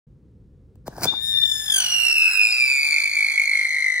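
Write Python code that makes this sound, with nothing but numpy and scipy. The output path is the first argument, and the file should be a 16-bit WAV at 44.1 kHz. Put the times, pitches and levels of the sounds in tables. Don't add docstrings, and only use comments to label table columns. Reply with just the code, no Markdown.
import sys
import numpy as np
from scipy import signal
from scipy.fft import rfft, irfft
from scipy.io import wavfile
from scipy.ndimage import map_coordinates

SR = 44100
rng = np.random.default_rng(int(sys.argv[2]) if len(sys.argv) > 2 else 0)


def unload_wav(signal):
    wavfile.write(
        sys.argv[1],
        SR,
        np.round(np.clip(np.atleast_2d(signal).T, -1, 1) * 32767).astype(np.int16),
    )


N = 176400
T = np.arange(N) / SR
HZ = np.fft.rfftfreq(N, 1 / SR)


def amp(db):
    return 10 ** (np.asarray(db) / 20)


def unit_rms(x):
    return x / np.sqrt(np.mean(x ** 2) + 1e-20)


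def curve(rows, column=1):
    rows = np.array(rows, float)
    return np.interp(T, rows[:, 0], rows[:, column])


def spectrum(rows, hz=HZ):
    f, value = np.transpose(rows)
    return np.interp(np.log(hz + 1), np.log(f + 1), value)


def noise(colour):
    return unit_rms(irfft(rfft(rng.standard_normal(N)) * amp(spectrum(colour)), N))


def wander(hz):
    return unit_rms(irfft(rfft(rng.standard_normal(N)) / (1 + (HZ / hz) ** 4), N))


def phase_of(hz):
    return 2 * np.pi * np.cumsum(hz) / SR


def filtered(x, gain):
    return irfft(rfft(x, 2 * N) * np.repeat(gain, 2, axis=-1)[..., :N + 1], 2 * N)[..., :N]


def pan(db):
    pair = np.array([amp(db / 2), amp(-db / 2)])
    return pair / np.sqrt(np.mean(pair ** 2, axis=0))


# t/s, level/dB
AIR_LEVEL = [(.07, -50), (1.4, -47.5), (2.2, -59.5), (4.0, -68.5)]
# f/Hz, relative level/dB
AIR_SPECTRUM = [(20, -61), (45, 0), (135, -4), (250, -14.5), (500, -21), (600, -37), (2700, -53),
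                (4000, -54), (15000, -65)]


def air():
    side = amp(-17.5) * noise(AIR_SPECTRUM)
    onset = np.clip((T - .068) / .0027, 0, 1)
    return (noise(AIR_SPECTRUM) + np.array([side, -side])) * amp(curve(AIR_LEVEL)) * onset


# t/s, thump level/dB, crack level/dB, final f/Hz
IGNITION_POPS = [(.756, -54.5, -57, 110), (0.8792, -21, -31.5, 109), (0.981, -26, -36, 183.6),
                 (1.039, -32, -22, 300), (1.054, -15, -24, 112), (1.1267, -30, -48, 666),
                 (1.136, -24.5, -42, 670)]
POP_GLIDE_S, POP_DECAY_CYCLES, POP_RISE_S, CRACK_S = .00335, 3.27, .0012, .0022


def pops():
    out = np.zeros(N)
    t = np.arange(SR // 20) / SR
    rise = 1 - np.exp(-(t / POP_RISE_S) ** 2)
    for start_s, thump_db, crack_db, end_hz in IGNITION_POPS:
        angle = phase_of(end_hz + (1200 - end_hz) * np.exp(-t / POP_GLIDE_S))
        decay = np.exp(-(angle / (2 * np.pi * POP_DECAY_CYCLES)) ** 2)
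        thump = unit_rms(np.sin(angle)) * rise * decay
        crack = rng.standard_normal(len(t)) * np.exp(-t / CRACK_S)
        at = round(start_s * SR)
        out[at:at + len(t)] += amp(thump_db) * thump + amp(crack_db) * crack
    return out


# t/s, body level/dB, relative fizz level/dB
FLARE_LEVELS = [(0.84, -66, -83), (0.875, -39, -47), (0.896, -57.5, -74), (0.966, -44, -60.5),
                (1.0, -40, -54), (1.044, -24, -26), (1.106, -44, -89), (1.134, -40, -59), (1.17, -53, -58)]
# f/Hz, relative level/dB
BODY_SPECTRUM = [(40, -11), (110, 2.5), (350, 1), (500, -9.5), (700, -2), (950, -4), (1200, -12.5),
                 (1600, -4.5), (3000, -57), (6000, -29.5)]
FIZZ_SPECTRUM = [(1200, -25), (2300, 4.5), (3100, -8.5), (4800, 11.5), (7500, 1), (10500, 0.5),
                 (14500, 2.5)]
FIZZ_BOOST_DB, SPUTTER_DB = 6, 3.5


def flare():
    gate = np.interp(T, [.85, .865, 1.13, 1.2], [0, 1, 1, 0])
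    body = noise(BODY_SPECTRUM) * amp(curve(FLARE_LEVELS) + SPUTTER_DB * wander(80))
    fizz = noise(FIZZ_SPECTRUM) * amp(curve(FLARE_LEVELS, 2) + FIZZ_BOOST_DB + SPUTTER_DB * wander(170))
    fizz_fade = np.interp(T, [1.06, 1.09], [1, .3])
    return gate * (body + fizz * fizz_fade)


# t/s, f/Hz
PIPE_PITCH = [(1.06, 3365), (1.09, 3522), (1.28, 3569), (1.4, 3616), (1.45, 3557), (1.57, 3522),
              (1.71, 3452), (1.8, 3041), (1.9, 2895), (2.2, 2693), (2.6, 2491), (2.9, 2327), (3.4, 2207),
              (4.0, 2025)]
# t/s, pitch jitter/Hz, half-order lines against the overtones/dB
UNSTEADY_BURN = [(1.06, 13, -11.5), (1.33, 7, -0.5), (1.43, 31, -5.5), (1.63, 9, -2.5), (1.675, 94, -6),
                 (1.88, 22.2, -15.5), (2.3, 9.3, -30.5), (4.0, 6, -36)]
# t/s, f/Hz
SPIN_RATE = [(1.06, 99.5), (1.3, 117.8), (1.44, 48.07), (1.95, 50.09), (2.4, 102), (2.7, 134),
             (3.05, 152.4)]
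# t/s, lower gain, upper gain, overtones' lower gain, wobble depth
SIDE_LINES = [(1.3, 0.22, 2.7, 0.036, 0.016), (1.35, 0.2, 0.17, 0.34, 0.048), (1.65, 0.35, .3, 0.18, 0),
              (2.05, 2.35, 1.24, 1.47, 0.31), (2.45, 1.93, 1.2, 1.84, 0.29), (2.8, 0.89, 0.68, 2.5, 0.15),
              (3.03, 0.33, 0.44, 0.87, 1.107), (4.0, 0.19, .25, 0.57, 1.44)]
# t/s, exponent of the overtone's number
RASP_EXPONENT = [(1.6, 1.0), (1.8, 1.7), (2.0, 1.5), (2.85, 1.7), (3.15, 2.2), (4.0, 2.2)]
# f/Hz, relative level/dB
PIPE_SPECTRUM = [(4200, -3.5), (5600, 1), (6400, -4), (8800, -3.5), (10600, 1), (14500, 2.5)]
# t/s, level/dB
TONE_LEVEL = [(1.05, -28), (1.09, -18), (1.12, -29), (1.45, -17.5), (1.65, -33.5), (1.7, -20),
              (1.84, -26.5), (1.98, -16.5), (2.5, -20.5), (4.0, -21.5)]
OVERTONE_LEVEL = [(1.15, -55.5), (1.23, -42), (1.7, -33.5), (1.775, -17.5), (1.83, -27.5), (2.85, -27.5),
                  (3.1, -32.5), (4.0, -38)]
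BURN_START_S, ATTACK_S, JITTER_HZ = 1.058, .019, 132
WOBBLE_HZ, WOBBLE_SWING, SWING_GROWTH = 52.1, .5, .79
FLUTTER, FLUTTER_HZ, SKIRT_DB, SKIRT_HZ = .22, 15.6, -21, 178
FALL_DB_PER_ORDER, UPPER_TO_LOWER = 6, .2
BURN_ONSET = np.clip((T - BURN_START_S) / ATTACK_S, 0, 1)


def whistle():
    pitch = curve(PIPE_PITCH)
    phase = phase_of(pitch + curve(UNSTEADY_BURN) * wander(JITTER_HZ) + 4 * wander(11.7))
    spin = np.exp(1j * phase_of(curve(SPIN_RATE)))
    lower, upper, overtone_lower, depth = (curve(SIDE_LINES, column) for column in (1, 2, 3, 4))
    wobble = depth * np.cos(phase_of(WOBBLE_HZ + .5 * wander(2.4)))
    envelope = (1 + wobble) / np.sqrt(1 + depth ** 2 / 2) * BURN_ONSET

    def partial(k):
        below, above = (lower, upper) if k == 1 else (overtone_lower, UPPER_TO_LOWER * overtone_lower)
        split = (1 + below / spin + above * spin) / np.sqrt(1 + below ** 2 + above ** 2)
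        angle = k * phase + k ** SWING_GROWTH * WOBBLE_SWING * wobble
        flutter = np.exp(FLUTTER * np.sqrt(k) * wander(FLUTTER_HZ))
        width_hz = SKIRT_HZ * k ** .58
        rasp = amp(SKIRT_DB) * k ** curve(RASP_EXPONENT)
        skirt = rasp * (wander(width_hz) + 1j * wander(width_hz))
        line = ((flutter + skirt) * np.exp(1j * angle) * split).real
        return unit_rms(line / np.sqrt(.5 + rasp ** 2)) * envelope * (k * pitch < BAND_EDGE_HZ)

    def weight(k):
        return amp(spectrum(PIPE_SPECTRUM, k * pitch) - FALL_DB_PER_ORDER * max(k, 2))

    orders = range(2, 8)
    overtones = sum(weight(k) * partial(k) for k in orders)
    half_orders = sum(weight(k) * partial(k) for k in (.5, 1.5, 2.5))
    overtones += amp(curve(UNSTEADY_BURN, 2)) * half_orders
    overtones /= np.sqrt(sum(weight(k) ** 2 for k in orders))
    return amp(curve(TONE_LEVEL)) * partial(1), amp(curve(OVERTONE_LEVEL)) * overtones


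# t/s, relative level/dB
JET_LEVEL = [(1.16, -81), (1.24, -59), (1.64, -52.5), (1.8, -40.5), (2.1, -45), (4.0, -57.5)]
# multiple of the pitch, relative level/dB
JET_RESONANCES = [(.4, -4.5), (.55, 0), (.68, -2.5), (.88, 10), (1, -8), (1.15, -3), (1.3, -1.5),
                  (1.5, 11.5), (1.72, -2), (1.95, 9), (2.22, 0), (2.5, 5), (3, 8.5), (3.25, -5), (3.5, 8)]
# f/Hz, relative level/dB
JET_SPECTRUM = [(200, -7.5), (520, -9), (800, 5.5), (1180, -2), (1500, 5), (2300, -1.5), (3100, -4),
                (4100, 4.5), (7000, -8), (10500, -5), (15000, -21)]
JET_BOOST_DB = 10


def jet():
    pitch = curve(PIPE_PITCH)
    resonant = noise(np.array(JET_RESONANCES) * [pitch.max(), 1])
    sliding = map_coordinates(resonant, [np.cumsum(pitch / pitch.max())], order=3)
    hiss = unit_rms(filtered(sliding, amp(spectrum(JET_SPECTRUM))))
    sputter_db = 1.5 * wander(135) + 1.13 * wander(11.4)
    return hiss * amp(curve(JET_LEVEL) + JET_BOOST_DB + sputter_db) * BURN_ONSET


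# t/s, lag/cycles of the whistle
BOUNCE_LAG = [(1.95, 1), (2.43, 3), (2.6, 4), (3.055, 7), (3.4, 9), (3.6, 10), (4.0, 11.5)]
BOUNCE_LEFT, BOUNCE_RIGHT = .52, .38


def ground_bounce(x):
    lag_s = curve(BOUNCE_LAG) / curve(PIPE_PITCH)
    echo = map_coordinates(x, [(T - lag_s) * SR], order=3) * np.interp(T, [1.9, 2.3], [0, 1])
    return np.array([x + BOUNCE_LEFT * echo, x + BOUNCE_RIGHT * echo])


RUSH_PEAK_S, RUSH_SPREAD_S, RUSH_HZ, RUSH_HALF_WIDTH_HZ, RUSH_DB = 2.333, .1, 1510, 194, -39


def rush():
    passband = 1 / (1 + ((HZ - RUSH_HZ) / RUSH_HALF_WIDTH_HZ) ** 4)
    band = unit_rms(filtered(rng.standard_normal(N), passband))
    return band * amp(RUSH_DB) * np.exp(-((T - RUSH_PEAK_S) / RUSH_SPREAD_S) ** 2)


# f/Hz, time to fall 60 dB/s
LAND_DECAY = [(200, 0.51), (2500, 0.76), (8000, 0.32), (15000, 0.034)]
SCATTER_DB, SCATTER_LOW_CUT_HZ = -10.5, 1200


def land_scatter(x):
    thinned = filtered(x, HZ / (HZ + SCATTER_LOW_CUT_HZ))
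    hz, t, bands = signal.stft(rng.standard_normal((2, SR)), SR, nperseg=256)
    decay = amp(-60 * t / spectrum(LAND_DECAY, hz)[:, None])
    tail = signal.istft(bands * decay, SR, nperseg=256)[1]
    tail /= np.linalg.norm(tail[0])
    return amp(SCATTER_DB) * signal.fftconvolve(thinned, tail, axes=1)[:, :N]


# t/s, left minus right/dB
TONE_PAN = [(1.07, 9.5), (1.63, 9), (1.99, -10), (2.27, 2), (2.35, -14), (2.41, -3), (3.29, -0.5),
            (3.31, -2.5), (4.0, 4)]
# f/Hz, left minus right/dB
REST_PAN = [(350, 1), (700, 2), (1300, 2.5), (2400, 0.5), (4400, 5), (8000, -0.5)]
# f/Hz, left minus right/rad
PORT_PHASE = [(0, 0), (300, 0), (1000, -.45), (2000, -.6), (2500, -1.5), (3100, -2.4), (3900, -2.6),
              (4800, -1.4), (6000, -1.6), (15000, -1.2)]


def scene():
    tone, overtones = whistle()
    rest = ground_bounce(overtones + jet()) + rush() + flare() + pops()
    rocket = ground_bounce(tone) * pan(curve(TONE_PAN)) + filtered(rest, pan(spectrum(REST_PAN)))
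    port_shift = np.exp(np.array([[.5j], [-.5j]]) * spectrum(PORT_PHASE))
    rocket = filtered(rocket, port_shift)
    return rocket + land_scatter(rocket) + air()


NOTCH_HZ, NOTCH_WIDTH_HZ, NOTCH_DB, BAND_EDGE_HZ = 12085, 570, -24.5, 15850


def record(dry):
    notch = amp(NOTCH_DB * np.exp(-((HZ - NOTCH_HZ) / NOTCH_WIDTH_HZ) ** 2))
    lowpass = signal.firwin(511, BAND_EDGE_HZ, window=("kaiser", 9), fs=SR)
    return signal.oaconvolve(filtered(dry, notch), lowpass[None], "same")


dry = scene()
out = record(dry)
unload_wav(out)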